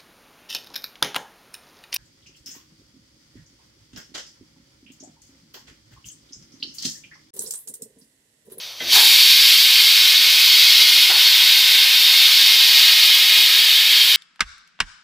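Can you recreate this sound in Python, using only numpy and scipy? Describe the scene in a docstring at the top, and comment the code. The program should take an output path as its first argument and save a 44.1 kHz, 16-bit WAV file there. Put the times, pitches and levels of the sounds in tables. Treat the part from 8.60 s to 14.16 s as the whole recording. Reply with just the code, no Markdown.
"""A faint hiss leaks from a pressure cooker, heard from just above its lid in a kitchen.
The weight valve lifts with a clank, and the jet roars through the resonances of valve and lid,
brightest in its first wet burst. Water sputters in the vent twice, and the jet's level dips briefly
during the second sputter. Dull knocks sound under the jet, and a low hum fills the room."""
import sys
import numpy as np
from scipy import signal
from scipy.fft import rfft, irfft, next_fast_len
from scipy.io import wavfile
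from scipy.ndimage import uniform_filter1d, minimum_filter1d

SR = 44100
rng = np.random.default_rng(int(sys.argv[2]) if len(sys.argv) > 2 else 0)


def digitize_waveform(pressure):
    """Quantize a signal to 16-bit integers and store it at the path in sys.argv[1].

    Rows of a 2-D input are taken as channels; values are limited to [-1, 1].
    """
    field = np.atleast_2d(pressure).T
    bounded = np.clip(field, -1, 1)
    quanta = np.round(bounded * 32767).astype(np.int16)
    wavfile.write(sys.argv[1], SR, quanta)


N = 245195
FFT_SIZE = next_fast_len(N, True)
TIME = np.arange(N) / SR
BIN_HZ = np.maximum(np.arange(FFT_SIZE // 2 + 1) * SR / FFT_SIZE, 1)
TOP_HZ = 15500


def undb(db):
    """Decibels to gain."""
    return 10 ** (np.asarray(db) / 20)


def unit_rms(x):
    """The signal scaled to an rms of 1."""
    return x / np.sqrt(np.mean(x ** 2))


def colour(points):
    """EQ curve: gain per bin from (Hz, dB) points joined on a log axis."""
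    hz, db = np.transpose(points)
    return undb(np.interp(np.log(BIN_HZ), np.log(hz), db))


def lowpass(hz, order):
    """Low-pass gain per bin."""
    return 1 / np.sqrt(1 + (BIN_HZ / hz) ** (2 * order))


def noise(gain):
    """Noise of rms 1, shaped by a gain per bin."""
    return unit_rms(irfft(rfft(rng.standard_normal(FFT_SIZE)) * gain, FFT_SIZE)[:N])


def band_noise(hz, width_hz):
    """A breathy band of noise around one pitch."""
    return noise(1 / (1 + ((BIN_HZ - hz) / width_hz) ** 2) ** 2)


def wobble(per_s):
    """Smooth random modulation of rms 1."""
    hold = max(int(SR / per_s), 1)
    steps = np.repeat(rng.standard_normal(N)[:N // hold + 1], hold)
    return unit_rms(uniform_filter1d(uniform_filter1d(steps, hold), hold)[:N])


def swell(start, attack, t60):
    """Envelope with a linear attack and an exponential tail."""
    age = TIME - start
    return np.clip(age / attack, 0, 1) * np.exp(-np.log(1000) * np.maximum(age - attack, 0) / t60)


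def reflections(share, t60):
    """Echoes from worktop and walls ripple the spectrum of a steady sound: gain per bin."""
    echo = rng.standard_normal(N) * swell(0, 0.0015, t60)
    return np.abs(1 + share * rfft(echo, FFT_SIZE) / np.sqrt(np.sum(echo ** 2)))


def drifting_noise(gain, echo_share, t60, places=6):
    """Noise whose echo ripple shifts slowly as the listening point sways."""
    position, out = np.linspace(0, places - 1, N), 0
    for place in range(places):
        crossfade = np.sqrt(np.maximum(1 - np.abs(position - place), 0))
        out = out + noise(gain * reflections(echo_share, t60)) * crossfade
    return out


# The colour of the room tone. Each row: frequency in Hz, gain in dB.
ROOM_EQ = [(20, -22), (60, -12), (85, -5), (120, 2.5), (220, -7), (400, 0.5), (540, 9.5), (750, 6),
           (1500, 6), (4000, -25)]

def kitchen(air_db=-52, hum_hz=85, hum_db=-70):
    """A bed of soft room tone and a low, wavering hum."""
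    hum = np.sin(2 * np.pi * hum_hz * TIME) * undb(hum_db + 2.2 * wobble(5.1))
    return noise(colour(ROOM_EQ)) * undb(air_db + 1.1 * wobble(2)) + hum


# The ring after each knock: a low boom that builds slowly, and higher metallic tones.
# Each row: pitch in Hz, relative level in dB, t60 in seconds.
KNOCK_MODES = [(85.3, -16, 0.62), (263, -5, 0.65), (348, -3.5, 0.64), (454, -7, .4), (550, -8.5, .3),
               (695, -4, 0.13), (991, -19, .24), (1520, -3, 0.27), (1771, -8, .24), (2030, 4, 0.2),
               (3230, 13.5, 0.12)]
# The colour of the rattle around each knock. Each row: frequency in Hz, gain in dB.
RATTLE_EQ = [(40, -36), (100, -6), (180, -8), (300, -5), (650, 0.5), (1100, -13), (2000, 1), (3500, -2),
             (7000, -22), (14000, -35.5)]
# The opening clank, then the dull knocks.
# Each row: start in seconds, gain in dB, treble cut-off in Hz, favoured frequency in Hz.
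KNOCK_HITS = [(0.202, -29.5, 4500, 2035), (1.575, -39.5, 600, 256), (2.178, -38, 700, 347),
              (3.381, -50, 900, 540), (3.62, -44, 500, 90), (3.931, -46, 590, 314), (4.76, -39, 500, 347),
              (4.995, -51, 800, 540)]

def knocks(ring_db=-10.5, favour_db=8, attack_cycles=7, rattle_db=-3, rattle_t60=1.0):
    """Each knock booms and rings over a noisy rattle; the knocks after the opening clank are softer and duller."""
    # low modes take longer to build up
    modes = np.array([undb(db) * np.sin(2 * np.pi * hz * TIME) * swell(0, attack_cycles / hz, t60)
                      for hz, db, t60 in KNOCK_MODES])
    mode_hz, out = np.array(KNOCK_MODES)[:, 0], 0
    for start, db, cutoff_hz, favoured_hz in KNOCK_HITS:
        # each blow favours the modes near one frequency
        nearness = np.exp(-(np.log(mode_hz / favoured_hz) / 0.4) ** 2)
        ring = undb(ring_db + favour_db * nearness) @ modes
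        rattle = undb(rattle_db) * noise(colour(RATTLE_EQ)) * swell(0, 0.0028, rattle_t60)
        hit = signal.sosfilt(signal.butter(2, cutoff_hz, fs=SR, output="sos"), ring + rattle)
        out = out + undb(db) * np.pad(hit, (int(start * SR), 0))[:N]
    return out


# The throaty colour of a sputter. Each row: frequency in Hz, gain in dB.
SPUTTER_EQ = [(40, -30), (90, -21), (200, -25.5), (400, -8), (600, -11), (830, 1.5), (1020, -3), (1220, -7),
              (1700, 0.5), (2600, -19), (6000, -30)]
# The wet gushes. Each row: start in seconds, level in dB, attack in seconds, t60 in seconds.
GUSHES = [(0.315, -32.5, 0.009, .5), (0.345, -24.5, 0.014, 0.64), (2.489, -27, 0.011, 0.52),
          (2.535, -38, 0.011, 0.18)]

def sputters():
    """Water caught in the vent breaks the jet into short, lower gushes."""
    envelope = sum(undb(db) * swell(start, attack, t60) for start, db, attack, t60 in GUSHES)
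    return noise(colour(SPUTTER_EQ)) * envelope


# Breathy whistles. Each row: start and end in seconds, pitch and width in Hz, dB against the roar.
GAP_WHISTLES = [(-0.2, 0.4, 5900, 640, -7), (-0.4, 1.0, 11100, 450, -19), (0.278, 0.38, 4500, 90, -5),
                (0.546, 0.74, 4440, 100, -4.5), (1.85, 2.302, 4420, 170, -14), (2.1, 2.61, 10500, 500, -19),
                (4.15, 4.42, 3682, 21, -12)]

def whistles():
    """Narrow resonances of the steam gap, each swelling and fading once as the weight shifts."""
    out = 0
    for start, end, hz, width_hz, db in GAP_WHISTLES:
        progress = np.clip((TIME - start) / (end - start), 0, 1)
        arch = np.sqrt(np.abs(np.sin(np.pi * progress)))
        out = out + undb(db) * arch * band_noise(hz, width_hz)
    return out


def sizzle(hz=14000, width_hz=1500, db=-18):
    """The thinnest edge of the steam gap sings in an airy band at the very top."""
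    return undb(db) * band_noise(hz, width_hz)


# A leak until the weight lifts, then a nearly even jet. Each row: time in seconds, roar level in dB.
FLOW_FADER = [(0.04, -37.0), (0.16, -42.0), (0.28, -27.5), (0.335, -13.5), (1.15, -13.5), (1.77, -15.0),
              (1.87, -14), (2.2, -13.5), (2.4, -14), (3.4, -14), (3.62, -13), (3.8, -13.5), (4.8, -13.5),
              (5.1, -14.5), (5.55, -14.0)]

def flow_db(rock_per_s=9, rock_db=0.28, dip_s=2.54, dip_width_s=0.035, dip_db=-2.5):
    """The jet's level sways with the rocking weight and dips briefly during the second sputter."""
    rocking = rock_db * wobble(rock_per_s)
    dip = dip_db * np.exp(-((TIME - dip_s) / dip_width_s) ** 2)
    return np.interp(TIME, *np.transpose(FLOW_FADER)) + rocking + dip


# The broad colour of the jet. Each row: frequency in Hz, gain in dB.
JET_EQ = [(60, -54), (250, -39), (700, -30.5), (950, -21), (1300, -19.5), (2000, -9), (2200, -5.5),
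          (3700, -4), (4700, 0.5), (5400, -5), (6400, -11.5), (9400, -17), (11000, -13), (14200, -12.5)]
# Peaks and notches of valve and lid. Each row: centre in Hz, width in Hz, boost or cut in dB.
LID_RESONANCES = [(1179, 48, -5.8), (1628, 16, 6.3), (1901, 18, -6.4), (2069, 52, -6.6), (2136, 98, 7.1),
                  (2318, 27, 4.4), (2448, 39, 6.2), (2528, 28, 7.8), (2603, 16, -6.8), (2686, 21, 10.4),
                  (2891, 25, 7.1), (2982, 48, 8.3), (3123, 33, 6.1), (3194, 47, 8.1), (3295, 74, 9.0),
                  (3433, 120, 5.2), (3602, 82, 6.7), (3686, 52, 10.5), (3760, 24, 7.0), (3826, 96, 5.9),
                  (3888, 23, 6.6), (4038, 154, 4.3), (4150, 27, 3.5), (4247, 26, 4.4), (4349, 19, 3.2),
                  (4406, 43, 7.7), (4554, 36, 4.1), (4732, 16, 5.8), (4889, 24, 3.7), (5417, 61, 4.3)]
# The rush over the rim of the weight. Each row: time in seconds, level in dB against the roar.
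RIM_FADER = [(0, 0.0), (0.35, -1.5), (0.7, -1.0), (1.2, -2), (1.85, -2), (2.1, 0.0), (2.45, -3.0),
             (3.5, -3), (4.05, -1.5), (4.8, -5), (5.55, -4.5)]

def steam(under_hz=2050, rim_hz=4100, spray_hz=6700, tremble_db=0.27, flicker_db=0.62):
    """Turbulence in four bands (underside, roar, rim rush, spray) sounds through valve and lid."""
    # the lifting weight frees a wet burst, with more spray and less underside, that soon dries out
    burst = swell(start=0.3, attack=0.045, t60=3.8)
    under_db = -14 - 3 * burst
    spray_db = -10 + 4.5 * burst
    rim_db = np.interp(TIME, *np.transpose(RIM_FADER))
    resonance_db = sum(db / (1 + (2 * (BIN_HZ - hz) / width) ** 2) for hz, width, db in LID_RESONANCES)
    body = colour(JET_EQ) * undb(resonance_db) * lowpass(TOP_HZ, order=40)
    # neighbouring bands cross over at equal power
    deep, low, mid = lowpass(under_hz, order=12), lowpass(rim_hz, order=12), lowpass(spray_hz, order=10)
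    under = drifting_noise(body * deep, echo_share=0.76, t60=0.15) * undb(under_db)
    roar = drifting_noise(body * low * np.sqrt(1 - deep ** 2), echo_share=0.6, t60=0.33)
    rim = drifting_noise(body * mid * np.sqrt(1 - low ** 2), echo_share=0.54, t60=0.4) * undb(rim_db)
    spray = drifting_noise(body * np.sqrt(1 - mid ** 2), echo_share=0.55, t60=0.07) * undb(spray_db)
    spray *= undb(flicker_db * wobble(120))  # droplets make the spray flicker
    jet = under + roar + rim + spray + whistles() + sizzle()
    # the weight trembles on its seat and shakes the whole jet
    return jet * undb(flow_db() + tremble_db * wobble(45))


def scene():
    """The jet up front, over sputters, knocks and room tone, the same in both channels."""
    mono = steam() + sputters() + knocks() + kitchen()
    return np.array([mono, mono])


def record(dry, ceiling=0.94, window_samples=65):
    """A fast limiter ducks the highest peaks, and a steep low-pass trims the very top."""
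    headroom = np.minimum(1, ceiling / (np.abs(dry) + 1e-9))
    ducking = uniform_filter1d(minimum_filter1d(headroom, window_samples), window_samples)
    top_cut = signal.ellip(12, 0.1, 85, TOP_HZ, fs=SR, output="sos")
    return signal.sosfiltfilt(top_cut, dry * ducking)


dry = scene()
out = record(dry)
digitize_waveform(out)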